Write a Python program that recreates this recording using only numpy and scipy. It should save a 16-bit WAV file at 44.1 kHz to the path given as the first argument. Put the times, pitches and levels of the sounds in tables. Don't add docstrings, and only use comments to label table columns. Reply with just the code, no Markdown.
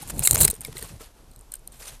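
import sys
import numpy as np
from scipy import signal
from scipy.fft import rfft, irfft
from scipy.io import wavfile
from scipy.ndimage import uniform_filter1d, map_coordinates

SR = 44100
rng = np.random.default_rng(int(sys.argv[2]) if len(sys.argv) > 2 else 0)


def voltage_ratio(level):
    return 10 ** (np.asarray(level, float) / 20)


def store_wav(level_fs):
    pcm = np.round(np.clip(np.atleast_2d(level_fs), -1, 1) * 32767)
    wavfile.write(sys.argv[1], SR, pcm.T.astype(np.int16))


N = 88200

# (frequency [Hz], level [dB])
BROAD = [(180, -32), (420, 0), (1000, -4.5), (5800, -7), (11100, -6.5), (14500, -19), (16000, -80)]


def unit(x):
    return x / np.sqrt(np.mean(x ** 2) + 1e-20)


def curve(rows):
    times, db = np.transpose(rows)
    return voltage_ratio(np.interp(np.arange(N) / SR, times, db))


def wobble(rate):
    return map_coordinates(rng.standard_normal(3000), [np.arange(N) * rate / SR])


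def coloured(x, points):
    f, db = np.transpose(points)
    hz = np.fft.rfftfreq(8192, 1 / SR)
    gain = voltage_ratio(np.interp(np.log(hz + 1), np.log(f + 1), db))
    cepstrum = irfft(np.log(np.maximum(gain, 1e-4)))
    cepstrum[1:4096] *= 2
    cepstrum[4097:] = 0
    pulse = irfft(np.exp(rfft(cepstrum)))
    return signal.fftconvolve(x, pulse / np.linalg.norm(pulse))[:N]


def slips(per_s, spread_db, clump_db, clump_rate):
    hit = rng.random(N) < per_s / SR
    size = rng.standard_normal(N) * voltage_ratio(spread_db * rng.standard_normal(N))
    return unit(hit * size * voltage_ratio(clump_db * wobble(clump_rate)))


def strokes(rows):
    t = np.arange(N) / SR
    total = np.zeros(N)
    for start, rise, hold, fall, db in rows:
        corners = np.cumsum([start, rise, hold, fall])
        total += voltage_ratio(db) * np.interp(t, corners, [0, 1, 1, 0]) ** 2
    return total


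def ring(x, hz, width_hz):
    t = np.arange(SR // 80) / SR
    pulse = t ** 3 * np.exp(-2 * np.pi * width_hz * t) * np.sin(2 * np.pi * hz * t)
    return signal.fftconvolve(x, pulse / np.linalg.norm(pulse))[:N]


def leaf_edges(x, rate, swing_db):
    # (frequency [Hz], width [Hz], level [dB])
    resonances = [(4080, 510, -20), (7703, 950, -8.5), (8900, 1220, -3.5), (10514, 1740, -6.5),
                  (12870, 2700, -8)]
    return sum(voltage_ratio(db) * ring(x * voltage_ratio(swing_db * wobble(rate)), hz, width)
               for hz, width, db in resonances)


def patchy(x, depth_db):
    spectrum = signal.stft(x, nperseg=256)[2]
    field = rng.standard_normal(spectrum.shape)
    field = uniform_filter1d(uniform_filter1d(field, size=6, axis=0), size=4, axis=1)
    return signal.istft(spectrum * voltage_ratio(depth_db * unit(field) - 1), nperseg=256)[1][:N]


def scrapes():
    # (start [s], length [s], bright level [dB], broad rustle over it [dB])
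    drags = [(0.017, 0.02, -36.5, -22), (0.072, 0.028, -37.5, -10), (0.095, 0.016, -34, -1.5),
             (0.133, 0.055, -46, -26), (0.176, 0.019, -40, -20), (0.198, 0.017, -36.5, -13),
             (0.22, 0.012, -41.5, 6), (0.23, 0.016, -20, -14.5), (0.248, 0.016, -20, -19.5),
             (0.272, 0.055, -29, -18), (0.327, 0.0082, -19.5, -12.5), (0.343, 0.014, -16.5, -15.5),
             (0.368, 0.0056, -39.5, 10), (0.379, 0.014, -25, -4), (0.389, 0.023, -23, -19),
             (0.408, 0.017, -11, -16), (0.426, 0.022, -16.5, -12), (0.444, 0.013, -16.5, -15.5),
             (0.454, 0.012, -37, -2.5), (0.473, 0.016, -30, -5), (0.501, 0.014, -26, -14.5),
             (0.607, 0.01, -49, -15.5), (0.751, 0.054, -49, 2.5), (0.782, 0.015, -41, -9.5),
             (0.633, 0.016, -46.5, -8), (0.655, 0.02, -45, -11), (1.718, 0.01, -53.5, -7.5),
             (1.515, 0.055, -62, 6), (0.8, 0.079, -45.5, 0.5), (0.871, 0.085, -57, 6),
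             (0.986, 0.09, -62, 12), (1.715, 0.078, -56.5, 0.5), (1.784, 0.12, -50.5, 3),
             (1.867, 0.025, -46.5, 0), (1.88, 0.081, -60, 5.5)]
    bright = strokes([(s, 0.099 * d, 0.77 * d, 0.307 * d, db) for s, d, db, _ in drags])
    broad_gain_db = 1
    broad = strokes([(s, 0.17 * d, 0.46 * d, 0.96 * d, db + over + broad_gain_db)
                     for s, d, db, over in drags])
    bright_slips = bright * slips(per_s=14000, spread_db=3, clump_db=2.5, clump_rate=400)
    broad_slips = broad * slips(per_s=14000, spread_db=3, clump_db=1.57, clump_rate=120)
    rustle = patchy(coloured(broad_slips, BROAD), depth_db=2.5)
    return leaf_edges(bright_slips, rate=180, swing_db=3.5) + rustle


def snaps():
    # (start [s], peak level [dB], broad crack over it [dB], length [s])
    near = [(.1022, -18.5, -14, 0.0019), (0.193, -11, -18, 0.0018), (0.2734, 1, -19.5, 0.0027),
            (0.3095, 4.5, -22.5, 0.0019), (0.3568, -9, -2.5, 0.00087), (0.368, -25, -5, 0.00068),
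            (0.376, -20.5, -13.5, 0.0011), (0.4045, -10, -7.5, 0.0014), (.432, -4.5, -22, 0.0017),
            (0.4499, -1.5, -24, 0.0058), (.479, -5.5, -14.5, 0.00064), (0.5005, -10, -27, .0015),
            (0.539, -31, -30, 0.004), (0.614, -27, -17, 0.0068), (0.6488, -17, -15, 0.0011)]
    # (start [s], peak level [dB], length [s])
    far = [(0.676, -38, 0.002), (0.781, -26, 0.001), (0.817, -34, 0.004), (0.8252, -22.5, 0.0032),
           (1.013, -32, 0.01), (1.318, -47, 0.00092), (1.335, -42, 0.0021), (1.347, -45, .002),
           (1.509, -48, 0.0019), (1.5168, -32, 0.003), (1.5195, -20.5, 0.002), (1.545, -44, 0.0018),
           (1.5375, -18.5, 0.0045), (1.5525, -28, 0.0061), (1.559, -36, 0.0011), (1.566, -40, 0.0033),
           (1.591, -43, 0.0069), (1.6744, -20.5, 0.0013), (1.875, -32, .003)]
    # (frequency [Hz], level [dB])
    thin = [(600, -38), (1300, 0), (3000, -6), (4300, -3), (11000, -1), (14500, -15), (16000, -80)]
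    far_crack_db = -28
    rows = list(near) + [(s, db, far_crack_db, d) for s, db, d in far]
    rise_s, snap_db, burst_db, crack_db = 0.00028, -7.5, -3, 6
    bright = strokes([(s, rise_s, 0.62 * d, 0.0028, db + snap_db + burst_db) for s, db, _, d in rows])
    cracks = [(s, rise_s, 0.5 * d, 0.002, db + snap_db + over + crack_db) for s, db, over, d in rows]
    bursts = bright * slips(per_s=30000, spread_db=1.2, clump_db=2.4, clump_rate=1200)
    hiss = rng.standard_normal(N)
    near_cracks = coloured(strokes(cracks[:len(near)]) * hiss, BROAD)
    far_cracks = coloured(strokes(cracks[len(near):]) * hiss, thin)
    return leaf_edges(bursts, rate=250, swing_db=2) + near_cracks + far_cracks


def rings():
    # (start [s], frequency [Hz], peak level [dB])
    tones = [(.2735, 2070, -18), (0.2732, 3850, -10), (0.273, 5410, -13), (0.435, 4100, -18.5),
             (0.448, 4100, -14), (0.478, 2197, -22.5), (.479, 5330, -12.5), (0.65, 2160, -30.5),
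             (.649, 5100, -26), (0.648, 3780, -29.5), (0.768, 4050, -25.5), (.769, 2070, -33.5),
             (0.824, 1830, -36), (.825, 4400, -30), (1.316, 4100, -50), (1.361, 4000, -46.5),
             (0.3096, 4220, -14), (1.538, 1520, -46), (1.538, 2900, -45), (1.5192, 4420, -44),
             (0.6585, 2110, -42), (1.6745, 4250, -40), (0.251, 2700, -24), (1.334, 4000, -52),
             (1.88, 5900, -24)]
    out, t = np.zeros(N + SR), np.arange(SR // 20) / SR
    cycles, rise_s, gain_db = 43.6, 0.0011, 5
    for s, hz, db in tones:
        drift = 0.11 * np.cumsum(rng.standard_normal(len(t)))
        shape = voltage_ratio(db + gain_db - 60 * t * hz / cycles) * (1 - np.exp(-t / rise_s))
        out[round(s * SR):][:len(t)] += shape * np.sin(2 * np.pi * hz * t + drift)
    return out[:N]


def ticks():
    # (time [s], peak level [dB], frequency [Hz])
    breaks = [(0.1939, -10.5, 9840), (0.249, -13, 8350), (0.251, -14, 9300), (0.2536, -9.5, 7550),
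              (0.258, -7, 8340), (0.2608, -9, 8200), (0.266, -11, 11100), (0.2736, 1, 7500),
              (0.2754, -5, 8400), (0.2952, -19, 8600), (0.3101, -1.5, 7400), (0.318, -16, 8100),
              (0.3216, -16, 8900), (0.3324, -12, 7300), (0.3463, -17, 11300), (0.349, -10, 9000),
              (0.3552, -10, 8300), (0.3571, -11, 7140), (0.3592, -14, 6700), (0.369, -18.5, 6500),
              (0.3784, -11, 7400), (0.405, -6.5, 9300), (0.41, -0.5, 10100), (0.419, -2, 8500),
              (0.4324, -7, 7800), (0.446, -6, 9900), (0.4509, -2, 8600), (0.4533, -4, 8420),
              (0.4797, -9, 9300), (0.4813, -19, 8100), (0.4862, -20, 8100), (0.5009, -11.5, 8600),
              (0.5115, -14, 9000), (0.5409, -31, 8700), (0.543, -30, 8700), (0.5522, -28.5, 8700),
              (0.5546, -34, 8700), (0.5646, -36, 8900), (0.6082, -21.5, 8760), (0.6149, -29, 8700),
              (0.617, -29, 8900), (0.6499, -22.5, 10300), (0.77, -32, 9100), (0.7734, -30, 9100),
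              (0.7817, -24.5, 8550), (0.8261, -22, 8600), (1.3145, -41.5, 8600), (1.3617, -35.5, 8100),
              (1.3923, -36.5, 9000), (1.411, -36, 8670), (1.5202, -23, 9200), (1.5267, -37, 8100),
              (1.54, -20.5, 8900), (1.5533, -36, 8900), (1.5553, -25.5, 8700), (1.6755, -23, 9400)]
    # (frequency [Hz], level [dB])
    port = [(4500, -45), (6600, -2), (10000, 0), (14000, 5), (16500, -40)]
    out, t = np.zeros(N + SR), np.arange(SR // 100) / SR
    t60_s, rise_s, lead_s = 0.005, 0.0002, 0.0005
    gain_db, grit_db = 1, 1
    for s, db, hz in breaks:
        grit = uniform_filter1d(rng.standard_normal(len(t)), size=3)
        shape = voltage_ratio(db + gain_db - 60 * t / t60_s) * (1 - np.exp(-t / rise_s))
        rough = 1 + voltage_ratio(grit_db) * grit
        out[round((s - lead_s) * SR):][:len(t)] += shape * np.sin(2 * np.pi * hz * t) * rough
    return coloured(out[:N], port)


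def knocks():
    # (time [s], peak level [dB], frequency [Hz])
    bumps = [(.027, -35, 820), (.193, -34, 478), (0.354, -30.5, 453), (.403, -29, 640), (.449, -22, 410),
             (0.531, -34.5, 440), (0.684, -34, 446), (0.754, -37, 377), (.827, -35.5, 441),
             (1.008, -39.5, 446), (1.011, -43.5, 1305)]
    # (time [s], peak level [dB], frequency [Hz])
    thumps = [
        (0.166, -37, 123),
        (0.201, -21, 134.4),
        (0.336, -18.5, 81.7),
        (0.401, -18.5, 55),
        (0.446, -19, 129.8),
        (0.679, -31.5, 126),
        (.76, -34, 134),
        (0.908, -42, 137.6),
    ]
    out, t = np.zeros(N + SR), np.arange(SR // 5) / SR

    def tone(hz, t60_s, rise_s):
        return voltage_ratio(-60 * t / t60_s) * np.sin(2 * np.pi * hz * t) * (1 - np.exp(-t / rise_s))

    u = t * 1211
    push = voltage_ratio(7.5) * u * (2 - u) * np.exp(-u)
    for s, db, hz in bumps:
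        dull_ring = 1.67 * tone(hz, t60_s=0.044, rise_s=0.0023)
        out[round(s * SR):][:len(t)] += voltage_ratio(db) * (dull_ring + push)
    for s, db, hz in thumps:
        out[round(s * SR):][:len(t)] += voltage_ratio(db + 6) * tone(hz, t60_s=0.073, rise_s=0.011)
    return out[:N]


def rumble():
    # (time [s], level [dB])
    handling = [
        (0, -46),
        (.1, -42),
        (.22, -38),
        (.3, -38.5),
        (.47, -33.5),
        (.55, -50),
        (1.03, -52),
        (1.1, -65.5),
        (2, -56.5),
    ]
    # (frequency [Hz], level [dB])
    handling_tone = [(12, -33), (25, 2.5), (133, 1), (218, -8), (900, -22.5), (1500, -52)]
    # (frequency [Hz], level [dB])
    wind_tone = [(12, -38.5), (22, 6), (44, -1), (100, -18.5), (400, -40)]
    lumpy = curve(handling) * voltage_ratio(5.37 * wobble(29.77))
    lumps = lumpy * coloured(rng.standard_normal(N), handling_tone)
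    wind = voltage_ratio(-50 + 1.1 * wobble(24)) * coloured(rng.standard_normal(N), wind_tone)
    return lumps + wind


def leaves():
    # (time [s], level [dB])
    wash_level = [(0, -46), (.1, -51), (.3, -45.5), (.53, -47.5), (.6, -59), (.64, -48), (.7, -52.5),
                  (.75, -52), (.95, -60.5), (1.7, -82), (1.9, -49.5), (2, -61.5)]
    # (frequency [Hz], level [dB])
    wash_tone = [(180, -32.5), (420, -4), (1000, -4.5), (5800, -7), (11100, -5.5), (14500, -18),
                 (16000, -80)]
    # (frequency [Hz], level [dB])
    air_tone = [(120, -27.5), (250, 0), (1000, -5), (2050, -17), (9000, -18.5), (13500, -23.5),
                (16000, -21)]
    rubbing = slips(per_s=19000, spread_db=0.79, clump_db=2.3, clump_rate=200)
    wash = curve(wash_level) * voltage_ratio(1.8 * wobble(40)) * coloured(rubbing, wash_tone)
    air = voltage_ratio(-60.5 + 1.1 * wobble(33)) * coloured(rng.standard_normal(N), air_tone)
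    return wash + air


def scene():
    fronds = scrapes() + snaps() + rings() + ticks()
    return (fronds + knocks() + rumble() + leaves())[None]


def top_cut(x):
    return signal.sosfilt(signal.butter(12, 16480, fs=SR, output="sos"), x)


def record(dry):
    # (treble level [dB], highest frequency [Hz])
    kept_treble = [(-70, 13300), (-50, 14700), (-22, 16200)]
    clipped = dry / (1 + np.abs(dry) ** 6) ** (1 / 6)
    hz, _, spectrum = signal.stft(clipped, SR, nperseg=1024)
    treble_power = 2 * np.sum(np.abs(spectrum[0, hz > 9000]) ** 2, axis=0)
    treble_db = 10 * np.log10(treble_power + 1e-12)
    top_hz = np.interp(treble_db, *np.transpose(kept_treble))
    mix = signal.istft(spectrum * (hz[:, None] < top_hz), SR, nperseg=1024)[1][:, :N]
    return top_cut(mix)


dry = scene()
out = record(dry)
store_wav(out)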